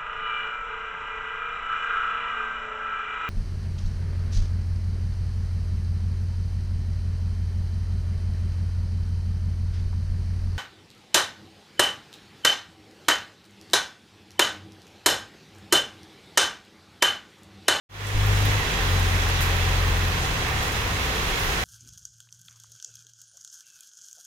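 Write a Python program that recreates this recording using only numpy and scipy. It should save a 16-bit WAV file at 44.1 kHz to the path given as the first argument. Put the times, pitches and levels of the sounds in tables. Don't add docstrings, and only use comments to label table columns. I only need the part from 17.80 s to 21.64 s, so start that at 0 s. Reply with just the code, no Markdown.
import sys
import numpy as np
from scipy import signal
from scipy.fft import rfft, irfft
from scipy.io import wavfile
from scipy.ndimage import uniform_filter1d

SR = 44100
rng = np.random.default_rng(int(sys.argv[2]) if len(sys.argv) > 2 else 0)


def unload_wav(signal):
    wavfile.write(
        sys.argv[1],
        SR,
        np.round(np.clip(np.atleast_2d(signal).T, -1, 1) * 32767).astype(np.int16),
    )


def elevation(decibels):
    levels = np.asarray(decibels, float)
    return 10 ** (levels / 20)


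N = 169344
OPPOSED = np.array([[1], [-1]])


def level(x, db):
    return x * elevation(db) / np.sqrt(np.mean(x ** 2))


def along(table, hz):
    table = np.array(table, float)
    return np.interp(np.log(np.maximum(hz, 1)), np.log(table[:, 0]), table[:, 1])


def walk(rate_hz):
    hold = int(SR / rate_hz)
    steps = np.repeat(rng.standard_normal(N // hold + 1), hold)
    return 1.155 * uniform_filter1d(uniform_filter1d(steps, hold), hold)[:N]


def patter():
    drops_per_s, spread_db, tail_s, burst_share = 2500, 2, 0.0025, 0.58
    size = np.minimum(rng.exponential(size=N), 2.5)
    hit = (rng.random(N) < drops_per_s / SR) * elevation(spread_db * size)
    burst = signal.lfilter([1], [1, -np.exp(-1 / (tail_s * SR))], hit ** 2)
    power = 1 - burst_share + burst_share * burst / burst.mean()
    return rng.standard_normal(N) * np.sqrt(power)


def rain():
    # (frequency [Hz], density [dB per Hz])
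    wash = [(200, -4), (640, -6.5), (2000, -2), (4000, -9.5), (4500, -13.5), (6800, -14), (7500, -19.5),
            (15700, -24.5)]
    # (frequency [Hz], width [Hz], gain [dB])
    left_peaks = [(452, 150, 6.5), (766, 50, 6), (1040, 270, 5), (1760, 810, 3.5), (2390, 1100, -2.5),
                  (3410, 590, 3.5), (5000, 950, 4), (6500, 1000, 1.5)]
    right_peaks = [(434, 120, 4.5), (756, 30, 6.5), (1040, 330, 3.6), (1856, 120, 2.6), (2634, 280, 3.7),
                   (3360, 160, 4.2), (4000, 160, 2.7), (6300, 1200, 0.85), (13200, 3000, 1.8)]
    # (frequency [Hz], correlation [-1..1])
    likeness = [(60, 0.99), (130, 0.5), (290, 1), (640, 0.61), (1410, -0.17), (3100, 0.03), (6820, -0.0),
                (15000, -0.18)]
    # (frequency [Hz], level difference [dB])
    tilt = [(60, 1.5), (110, 1.5), (200, 2.5), (380, -1.5), (700, 1.0), (1290, -3.5), (2380, -3.5),
            (4400, -5.5), (8120, 1), (15000, -2)]
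    rain_db, swell_db, flicker_db = -26.5, 0.49, 1.03

    hz = np.fft.rfftfreq(N, 1 / SR)
    like = along(likeness, hz)
    mid = rfft(patter()) * np.sqrt(1 + like)
    side = rfft(patter()) * np.sqrt(1 - like)
    low_cut_db = 30 * np.clip(np.log2(200 / np.maximum(hz, 1)), 0, 3)
    colour_db = along(wash, hz) - low_cut_db
    pair = []
    for sign, peaks in ((0.96, left_peaks), (-1.067, right_peaks)):
        bumps_db = sum(db / (1 + (2 * (hz - f) / w) ** 2) for f, w, db in peaks)
        gain_db = colour_db + bumps_db + sign * along(tilt, hz) / 2
        pair.append((mid + sign * side) * elevation(gain_db))
    pair = np.array(pair)

    out = 0
    swell = swell_db * walk(2.04)
    octave = np.log2(np.maximum(hz, 1) / 125)
    for k in range(8):
        band = np.cos(np.pi / 2 * np.clip(octave - k, -1, 1)) ** 2
        flicker = flicker_db * k / 7 * walk(13)
        out = out + irfft(pair * band, N) * elevation(swell + flicker)
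    return level(out, rain_db)


def truck():
    # (time [s], firing rate [Hz], second-order level [dB], first-order level [dB])
    drive = [(.1, 50.4, -23, -24), (.33, 50.51, -20.5, -22), (.55, 50.35, -22.5, -26),
             (.76, 50.63, -22, -30), (.85, 47.8, -40, -32), (.98, 44.8, -37, -28.5),
             (1.1, 45.3, -23, -26.5), (1.4, 44.84, -26, -26.5), (1.7, 44.35, -26.5, -28.5),
             (1.981, 44.37, -24.5, -26), (2.3, 44.08, -27, -28.5), (2.45, 41.56, -38, -36),
             (2.75, 35.98, -30.5, -40), (3.05, 32.31, -38, -49), (3.298, 28.97, -33, -44),
             (3.6, 24.42, -36, -42), (3.84, 22.5, -39, -46)]
    # (multiple of firing rate, level [dB])
    upper_orders = [(1.5, -42.5), (3, -41), (3.5, -49.5), (4, -51.5), (5, -60)]
    scatter_db, patchy_db, pitch_wobble = 1, 2, .002
    coast_s, coast_db = 2.3, 3

    t = np.arange(N) / SR
    time_s, firing_hz, second_db, first_db = np.array(drive).T
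    rate_hz = np.interp(t, time_s, firing_hz) * (1 + pitch_wobble * walk(5.52))
    phase = 2 * np.pi * np.cumsum(rate_hz) / SR

    def order(multiple, db):
        tone = np.cos(multiple * phase + 2 * np.pi * rng.random())
        return np.sqrt(2) * elevation(db + scatter_db * walk(20)) * tone

    out = order(2, np.interp(t, time_s, second_db)) + order(1, np.interp(t, time_s, first_db))
    coast = coast_db * np.clip((t - coast_s) / 0.32, 0, 1)
    for multiple, db in upper_orders:
        out = out + order(multiple, db + patchy_db * walk(5.94) + coast)
    return out


def idling_engine():
    # (multiple of idle rate, level re fundamental [dB])
    idle_orders = [(1, -1), (2.3, -5), (5.6, -12.5), (8.3, -16)]
    idle_hz, idle_db, scatter_db = 30.45, -38, 1
    phase = 2 * np.pi * np.cumsum(idle_hz * (1 + .01 * walk(3))) / SR
    out = 0
    for multiple, db in idle_orders:
        order_db = idle_db + db + 3 * walk(5.06) + scatter_db * walk(20)
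        tone = np.cos(multiple * phase + 2 * np.pi * rng.random())
        out = out + np.sqrt(2) * elevation(order_db) * tone
    return out


def rumble():
    # (frequency [Hz], density [dB per Hz])
    rumble_spectrum = [(5, -8), (15, -8), (30, -3.5), (60, -1.5), (100, 0), (175, -3.5), (210, -18),
                       (400, -37.5)]
    hz = np.fft.rfftfreq(N, 1 / SR)
    air = irfft(rfft(rng.standard_normal((2, N))) * elevation(along(rumble_spectrum, hz)), N)
    return level(air[0] + 0.09 * air[1] * OPPOSED, -34.5)


def engines():
    pan_db = 1.9
    return (truck() + idling_engine() + rumble()) * elevation(OPPOSED * pan_db / 2)


def splashes():
    # (time [s], peak [dB], lowest [Hz], highest [Hz], tail [s])
    drops = [(.269, -25.5, 5500, 12500, 0.018), (.456, -30, 12000, 16000, .01),
             (0.464, -27, 12000, 16000, .006), (.472, -31, 11500, 16000, .008),
             (.650, -27, 8500, 16000, 0.0022), (.653, -25, 11000, 16000, 0.01),
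             (1.194, -29, 8000, 16000, 0.01), (1.359, -30, 5510, 12000, .01),
             (1.42, -20, 3500, 7000, 0.011), (1.487, -29, 5000, 14000, 0.015),
             (1.607, -22, 5990, 16000, .0015), (1.6094, -22, 8000, 16000, .0015),
             (1.612, -22, 4500, 15900, 0.027), (1.62, -34, 8500, 9100, .04), (1.66, -30, 9000, 16000, .02),
             (2.428, -23, 4500, 7500, .01), (2.83, -29, 8000, 15000, .008), (2.92, -30, 9000, 16000, 0.012),
             (2.961, -29, 4494, 8500, 0.022), (3.11, -39, 8000, 14000, .015),
             (3.352, -33, 7950, 16000, .03), (3.5, -29, 7000, 13000, .015),
             (3.592, -31, 9000, 16000, 0.039), (3.63, -31, 10980, 16000, 0.13)]
    click_db, click_s, crackle_db, hold = -4, .0006, 2.5, 64
    out = np.zeros((2, N))
    t = np.arange(int(.3 * SR)) / SR
    for time_s, peak_db, low_hz, high_hz, tail_s in drops:
        shape = np.exp(-t / tail_s) + elevation(click_db) * np.exp(-t / click_s)
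        grains = np.repeat(rng.standard_normal(len(t) // hold + 1), hold)[:len(t)]
        crackle = elevation(crackle_db * (grains - .6))
        noise = rng.standard_normal((2, len(t))) * shape * crackle
        band = signal.butter(2, [low_hz, high_hz], "band", fs=SR, output="sos")
        fizz = signal.sosfilt(band, noise) * elevation(peak_db - 3)
        i = int(time_s * SR)
        out[:, i:i + len(t)] += fizz[:, :N - i]
    return out


def scene():
    return rain() + engines() + splashes()


def roll_off(x):
    return signal.sosfilt(signal.butter(12, 15840, fs=SR, output="sos"), x)


def record(dry):
    treble_hz, treble_held_db, treble_opens_s = 4000, -0.5, 0.24
    top_hz, thin_hz = 15840, 85
    thump_s, thump_db, thump_length_s = .335, -26, 0.03
    fade_start_s, fade_end_s, fade_power = 0.09, 0.52, 0.87

    t = np.arange(N) / SR
    high = signal.butter(1, treble_hz, "high", fs=SR, output="sos")
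    treble = signal.sosfiltfilt(high, dry)
    dry = dry - (1 - elevation(treble_held_db)) * (t < treble_opens_s) * treble
    dry = signal.sosfilt(signal.ellip(8, .2, 60, top_hz, fs=SR, output="sos"), dry)

    deep = signal.sosfiltfilt(signal.butter(1, thin_hz, "low", fs=SR, output="sos"), dry)
    shut = 1 - np.clip((t - thump_s) / 0.017, 0, 1)
    after = np.maximum(t - thump_s, 0) / thump_length_s
    thump = elevation(thump_db) * after * np.exp(1 - after)
    fade = np.clip((t - fade_start_s) / (fade_end_s - fade_start_s), 0, 1) ** fade_power
    return roll_off((dry - shut * deep) * fade + thump)


dry = scene()
out = record(dry)
unload_wav(out)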